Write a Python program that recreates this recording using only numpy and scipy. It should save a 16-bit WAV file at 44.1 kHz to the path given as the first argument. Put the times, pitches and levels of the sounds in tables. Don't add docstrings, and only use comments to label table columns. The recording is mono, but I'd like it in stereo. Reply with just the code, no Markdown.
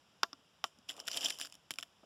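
import sys
import numpy as np
from scipy import signal
from scipy.fft import rfft, irfft
from scipy.io import wavfile

SR = 44100
rng = np.random.default_rng(int(sys.argv[2]) if len(sys.argv) > 2 else 0)


def master_out(mix):
    frames = np.transpose(np.atleast_2d(mix))
    ceiling = np.clip(frames, -1, 1)
    pcm = np.round(ceiling * 32767).astype(np.int16)
    wavfile.write(sys.argv[1], SR, pcm)


N = 90404

# t/s, level/dB, thud f/Hz, thud peak/dB, ring peak/dB, treble shelf/dB, heap shiver/dB
KNOCK_EVENTS = [(0.2326, -17, 1600, 3, 3.5, -1, -59), (0.3306, -39, 1300, -1, 13, -2.5, -79),
                (0.6412, -23, 950, 4, -1, -2.5, -43.5)]
# f/Hz, relative level/dB, t60/s
TIN_MODES = [(286, -26.5, 0.14), (687, -24, 0.058), (2907, -23.5, .03), (3065, -13.5, 0.036),
             (5180, -16.5, .02), (7110, -16.5, 0.023), (9650, -22, 0.0082)]
GRAINS_PER_S = 2200


def amp(db):
    return 10 ** (np.asarray(db) / 20)


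def read(points, hz):
    f, value = np.transpose(points)
    return np.interp(np.log(hz + 1), np.log(f + 1), value)


def unit(x):
    return x / np.sqrt(np.sum(x ** 2, -1, keepdims=True) + 1e-20)


def add(mix, start_s, sound):
    part = mix[:, round(start_s * SR):][:, :sound.shape[1]]
    part += sound[:, :part.shape[1]]


def bins(size=4096):
    return np.fft.rfftfreq(size, 1 / SR)


def causal(db):
    log_gain = np.log(amp(np.r_[db, db[-2:0:-1]]))
    spectrum = np.exp(np.conj(signal.hilbert(log_gain)))
    return unit(np.fft.ifft(spectrum).real[:len(db)])


def convolve(a, b):
    return signal.fftconvolve(np.atleast_2d(a), np.atleast_2d(b), axes=1)[:, :N]


def bump_db(hz, centre_hz, peak_db, octaves):
    return peak_db * np.exp(-(np.log2((hz + 1) / centre_hz) / octaves) ** 2 / 2)


def paired(z):
    # f/Hz, likeness/0-1
    likeness = [(60, 0), (200, 0.4), (600, 0.84), (1500, 0.79), (4000, 0.86), (9000, 0.82), (15000, 0.57)]
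    like = np.clip(read(likeness, bins(size=z.shape[1])), 0, 1)
    a, b = rfft(z)
    common = np.sqrt((1 + like) / 2) * a
    opposed = np.sqrt((1 - like) / 2) * b
    return irfft(common + np.array([[1], [-1]]) * opposed, z.shape[1])


def tail(t60, size=4096):
    hz, t = bins(size=size), np.arange(size) / SR
    z = rfft(paired(rng.choice([-1., 1.], (2, size))))
    total = 0
    for centre, ring_s in t60:
        band = read([(f, f == centre) for f, _ in t60], hz)
        total = total + irfft(z * band) * amp(-60 * t / ring_s)
    return unit(total)


def room(x, wet_db):
    # f/Hz, t60/s
    decay = [(150, 0.53), (1000, 0.0156), (4000, 0.1), (12000, 0.25)]
    return x + amp(wet_db) * convolve(x, tail(decay, size=12288))[:, :x.shape[1]]


def ringing(modes, size=4096):
    t = np.arange(size) / SR
    total = 0
    for hz, db, t60_s in modes:
        mode = np.cos(2 * np.pi * hz * t) * np.exp(-np.log(1000) * t / t60_s)
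        total = total + amp(db) * unit(mode)
    return total


def hit(level_db, colour_db, t60, scatter_db, ring):
    blow = amp(scatter_db) * tail(t60)
    blow[:, 0] += 1
    contact = unit(convolve(blow, causal(colour_db)))[:, :len(ring)]
    return amp(level_db) * np.sqrt(.002 * SR) * (contact + ring)


def grains(per_s):
    spread_db, clump_db, clump_s = 3.5, 2, 0.0039
    sizes = amp(spread_db * np.minimum(rng.exponential(1, (2, N)), 4)) * rng.choice([-1, 1], (2, N))
    train = paired(sizes * (rng.random((2, N)) < per_s / SR))
    clumps = np.interp(np.arange(N) / SR / clump_s, np.arange(N), rng.uniform(-0.91, 1, N)) * np.sqrt(3)
    return np.sqrt(N) * unit(train * amp(clump_db * clumps))


def gesture(points):
    return amp(np.interp(np.arange(N) / SR, *np.transpose(points), left=-120, right=-120))


def room_tone():
    level_db = -67.5
    # f/Hz, relative level/dB
    air = [(25, -19), (42, -22), (62, -0.5), (100, -3.5), (185, -1.5), (310, -8.5), (600, -8), (1230, -9),
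           (2100, -10), (3000, -8.5), (4370, -13), (5200, -12), (7300, -18.5), (8600, -25.5), (9600, -23),
           (13000, -30), (16000, -45)]
    z = rfft(paired(rng.standard_normal((2, N)))) * amp(read(air, bins(size=N)))
    return amp(level_db) * np.sqrt(N) * unit(irfft(z, N))


def knocks():
    thud_octaves, treble_edge_hz = .35, 7000
    ring_hz, ring_width_hz = 5200, 580
    scatter_db, wet_db = -1, -22
    # f/Hz, relative level/dB
    base = [(40, -59), (150, -23.5), (400, -13), (700, -10), (1100, 1.5), (1600, 0), (2300, -4), (3200, -6),
            (4200, -4), (5500, -7), (7000, -10.5), (9000, -27.5), (13000, -23), (16000, -41)]
    # f/Hz, t60/s
    wood_t60 = [(200, 0.044), (1100, 0.027), (3000, .018), (8000, .011)]
    # f/Hz, relative level/dB, t60/s
    table = [(352, -35.5, 0.1), (681, -24.5, 0.097), (1009, -22, 0.069), (1179, -22.5, 0.06),
             (1360, -18.5, 0.06), (2830, -19.5, 0.033), (3560, -19, 0.027)]
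    out, hz = np.zeros((2, N)), bins()
    for s, db, thud_hz, thud_db, ring_db, treble_db, _ in KNOCK_EVENTS:
        thud = bump_db(hz, thud_hz, thud_db, thud_octaves)
        metal = ring_db * np.exp(-((hz - ring_hz) / ring_width_hz) ** 2 / 2)
        treble = treble_db * (1 - 1 / (1 + (hz / treble_edge_hz) ** 4))
        colour = read(base, hz) + thud + metal + treble
        add(out, s, hit(db, colour, wood_t60, scatter_db, ringing(table)))
    return room(out, wet_db)


def pings(count=12):
    low_hz, high_hz, t60_s, per_s = 1700, 12000, .006, 70
    total = 0
    for hz in np.geomspace(low_hz, high_hz, count):
        ping = convolve(grains(per_s), ringing([(hz, 0, t60_s)]))
        total = total + ping * np.sqrt(hz)
    return np.sqrt(N) * unit(total)


def stirring():
    shiver_s, ping_db, crunch_db, wet_db = .014, -2, -3, -11
    # t/s, level before crunch_db/dB
    stir = [(.878, -75), (.888, -49), (.91, -51), (.945, -65.5), (.975, -62), (1.005, -51), (1.025, -69.5),
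            (1.05, -66.5), (1.075, -47), (1.11, -47), (1.15, -41), (1.175, -37.5), (1.2, -49), (1.235, -36),
            (1.258, -32), (1.276, -43), (1.31, -42.5), (1.325, -48), (1.364, -57), (1.40, -52),
            (1.425, -44), (1.445, -50.5), (1.468, -52.5), (1.485, -78), (1.545, -62), (1.58, -82)]
    # f/Hz, relative level/dB
    heap = [(40, -41), (150, -21), (300, -17.5), (700, -24), (1600, -9), (2300, -5.5), (3100, 1.5),
            (3900, -6.5), (5200, -1.5), (6300, -3), (7200, -5), (8500, -13), (9700, -8), (10600, -16.5),
            (13500, -19), (15200, -22), (16200, -40)]
    t = np.arange(N) / SR
    shiver = sum(amp(db) * (t > s) * np.exp(-abs(t - s) / shiver_s) for s, *_, db in KNOCK_EVENTS)
    body = causal(read(heap, bins(size=8192)))
    body = unit(body + ringing(TIN_MODES, size=len(body)))
    crunch = amp(crunch_db) * (grains(GRAINS_PER_S) + amp(ping_db) * pings())
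    return room(convolve(crunch * (gesture(stir) + shiver), body), wet_db)


def bumps():
    t60_s, slope_db_per_octave = .045, 12.5
    # t/s, level/dB, f/Hz
    events = [(.332, -57.5, 272), (.388, -69, 330), (.787, -62.5, 210), (1.708, -57, 191),
              (1.790, -65, 160), (2.032, -57.5, 447)]
    out = np.zeros((2, N))
    for s, db, pitch_hz in events:
        thump = causal(-slope_db_per_octave * abs(np.log2((bins() + 1) / pitch_hz)))
        sound = unit(convolve(tail([(pitch_hz, t60_s)]), thump))
        add(out, s, amp(db) * np.sqrt(SR / 100) * sound)
    return out


def clinks():
    contact_octaves, scatter_db, tin_db, wet_db = 0.33, 4.5, -2.5, -17
    # t/s, level/dB, resonance f/Hz, resonance peak/dB
    events = [(.7875, -59, 7500, 5.5), (0.8894, -39.5, 3200, 12), (0.8935, -33, 3200, 11.5),
              (0.8997, -36.5, 3100, 9), (.9030, -39.5, 1800, 18), (.9103, -41.5, 3300, 3),
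              (.9190, -48, 3200, 3), (0.94, -55, 3200, 2), (.9660, -51, 800, 1), (0.9767, -52.5, 3200, -10),
              (0.9937, -52, 800, 5), (1.0009, -36, 4500, 7.5), (1.0555, -57, 5000, -4),
              (1.0713, -40.5, 7500, 7), (1.0790, -29.5, 3100, 8.5), (1.0832, -29.5, 1700, 12),
              (1.1150, -31.5, 4000, 9), (1.1320, -38, 5000, 10), (1.1658, -39, 3200, -10),
              (1.1722, -28, 3300, 6), (1.1752, -29.5, 5200, 9), (1.2087, -35, 5200, 9),
              (1.2455, -28, 5200, 15), (1.2584, -26, 3200, 24), (1.2846, -35, 5200, 2),
              (1.299, -34.5, 5200, 18), (1.304, -28.5, 3000, -3), (1.3061, -33, 1900, 14),
              (1.3873, -40.5, 5000, 2), (1.3993, -37, 3000, -5), (1.407, -40, 7000, 8),
              (1.4130, -32, 2000, 10), (1.4134, -35, 10000, 8), (1.449, -40, 7000, 0),
              (1.4551, -42, 3000, -1), (1.4708, -45, 2000, 4), (1.499, -55, 7000, 3),
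              (1.5242, -45, 1900, 3.5), (1.5416, -52, 7000, 1), (1.5524, -48, 7000, 7.5),
              (1.7075, -29, 2200, 8.5), (1.7140, -38.5, 3200, 2), (1.7171, -46, 3200, 12),
              (1.7384, -42.5, 3200, 3), (1.7580, -52, 3000, -1), (1.7861, -30.5, 2300, 16.5),
              (1.7872, -34.5, 1250, 14), (1.7945, -47, 5000, -3), (1.8003, -46, 3200, 6),
              (1.8093, -47.5, 7000, 12), (1.8268, -37.5, 3000, 14), (1.8285, -39.5, 1800, 15),
              (1.8326, -42, 3300, 7)]
    # f/Hz, relative level/dB
    base = [(40, -45.5), (200, -17.5), (700, -16), (1500, -6), (3000, -0.5), (5500, -0.5), (7500, -4.5),
            (8600, -11), (9600, -5.5), (11000, -10), (14000, -17.5), (16000, -25)]
    # f/Hz, t60/s
    scatter_t60 = [(200, 0.033), (1200, 0.015), (4000, 0.0094), (12000, 0.0085)]
    out, hz = np.zeros((2, N)), bins()
    tin = amp(tin_db) * ringing(TIN_MODES)
    for s, db, pitch_hz, peak_db in events:
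        colour = read(base, hz) + bump_db(hz, pitch_hz, peak_db, contact_octaves)
        add(out, s, hit(db, colour, scatter_t60, scatter_db, tin))
    return room(out, wet_db)


def scuffing():
    # t/s, level/dB
    scuff = [(.88, -84), (.90, -61.5), (.935, -65.5), (.972, -57.5), (1.005, -60), (1.04, -68), (1.10, -61),
             (1.17, -53), (1.205, -58), (1.255, -46.5), (1.285, -58.5), (1.35, -65.5), (1.42, -65),
             (1.47, -69), (1.50, -79)]
    # f/Hz, relative level/dB
    skin = [(40, -37), (130, -15), (220, -10), (280, 0.5), (340, -6), (650, 0.5), (900, -4), (1200, -4),
            (1700, -16), (3000, -22), (16000, -58)]
    return convolve(grains(GRAINS_PER_S) * gesture(scuff), causal(read(skin, bins())))


def scene():
    return room_tone() + knocks() + stirring() + bumps() + clinks() + scuffing()


def record(dry):
    low_cut_hz, edge_hz = 42, 16300
    # f/Hz, left minus right/dB
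    balance = [(60, -5), (180, -4.5), (400, -0.5), (700, 2), (1400, -2.5), (2400, -5.5), (4400, 2.5),
               (8000, 1), (15000, -1)]
    # f/Hz, lag/cycles
    lag = [(1064, 0), (2130, .5), (4300, 1.5), (6350, 2.5), (8500, 3.5), (10300, 4.5), (16500, 7.5)]
    hz = bins(size=N)
    low_cut = (1j * hz / (1j * hz + low_cut_hz)) ** 2
    lean = amp(read(balance, hz) / 2)
    lag_cycles = np.interp(hz, *np.transpose(lag))
    ports = np.array([lean * np.exp(-2j * np.pi * lag_cycles), 1 / lean])
    picked_up = irfft(rfft(dry) * ports * low_cut, N)
    low_pass = signal.firwin(255, edge_hz, window=("kaiser", 9), fs=SR)
    return signal.oaconvolve(picked_up, low_pass[None], "same")


dry = scene()
out = record(dry)
master_out(out)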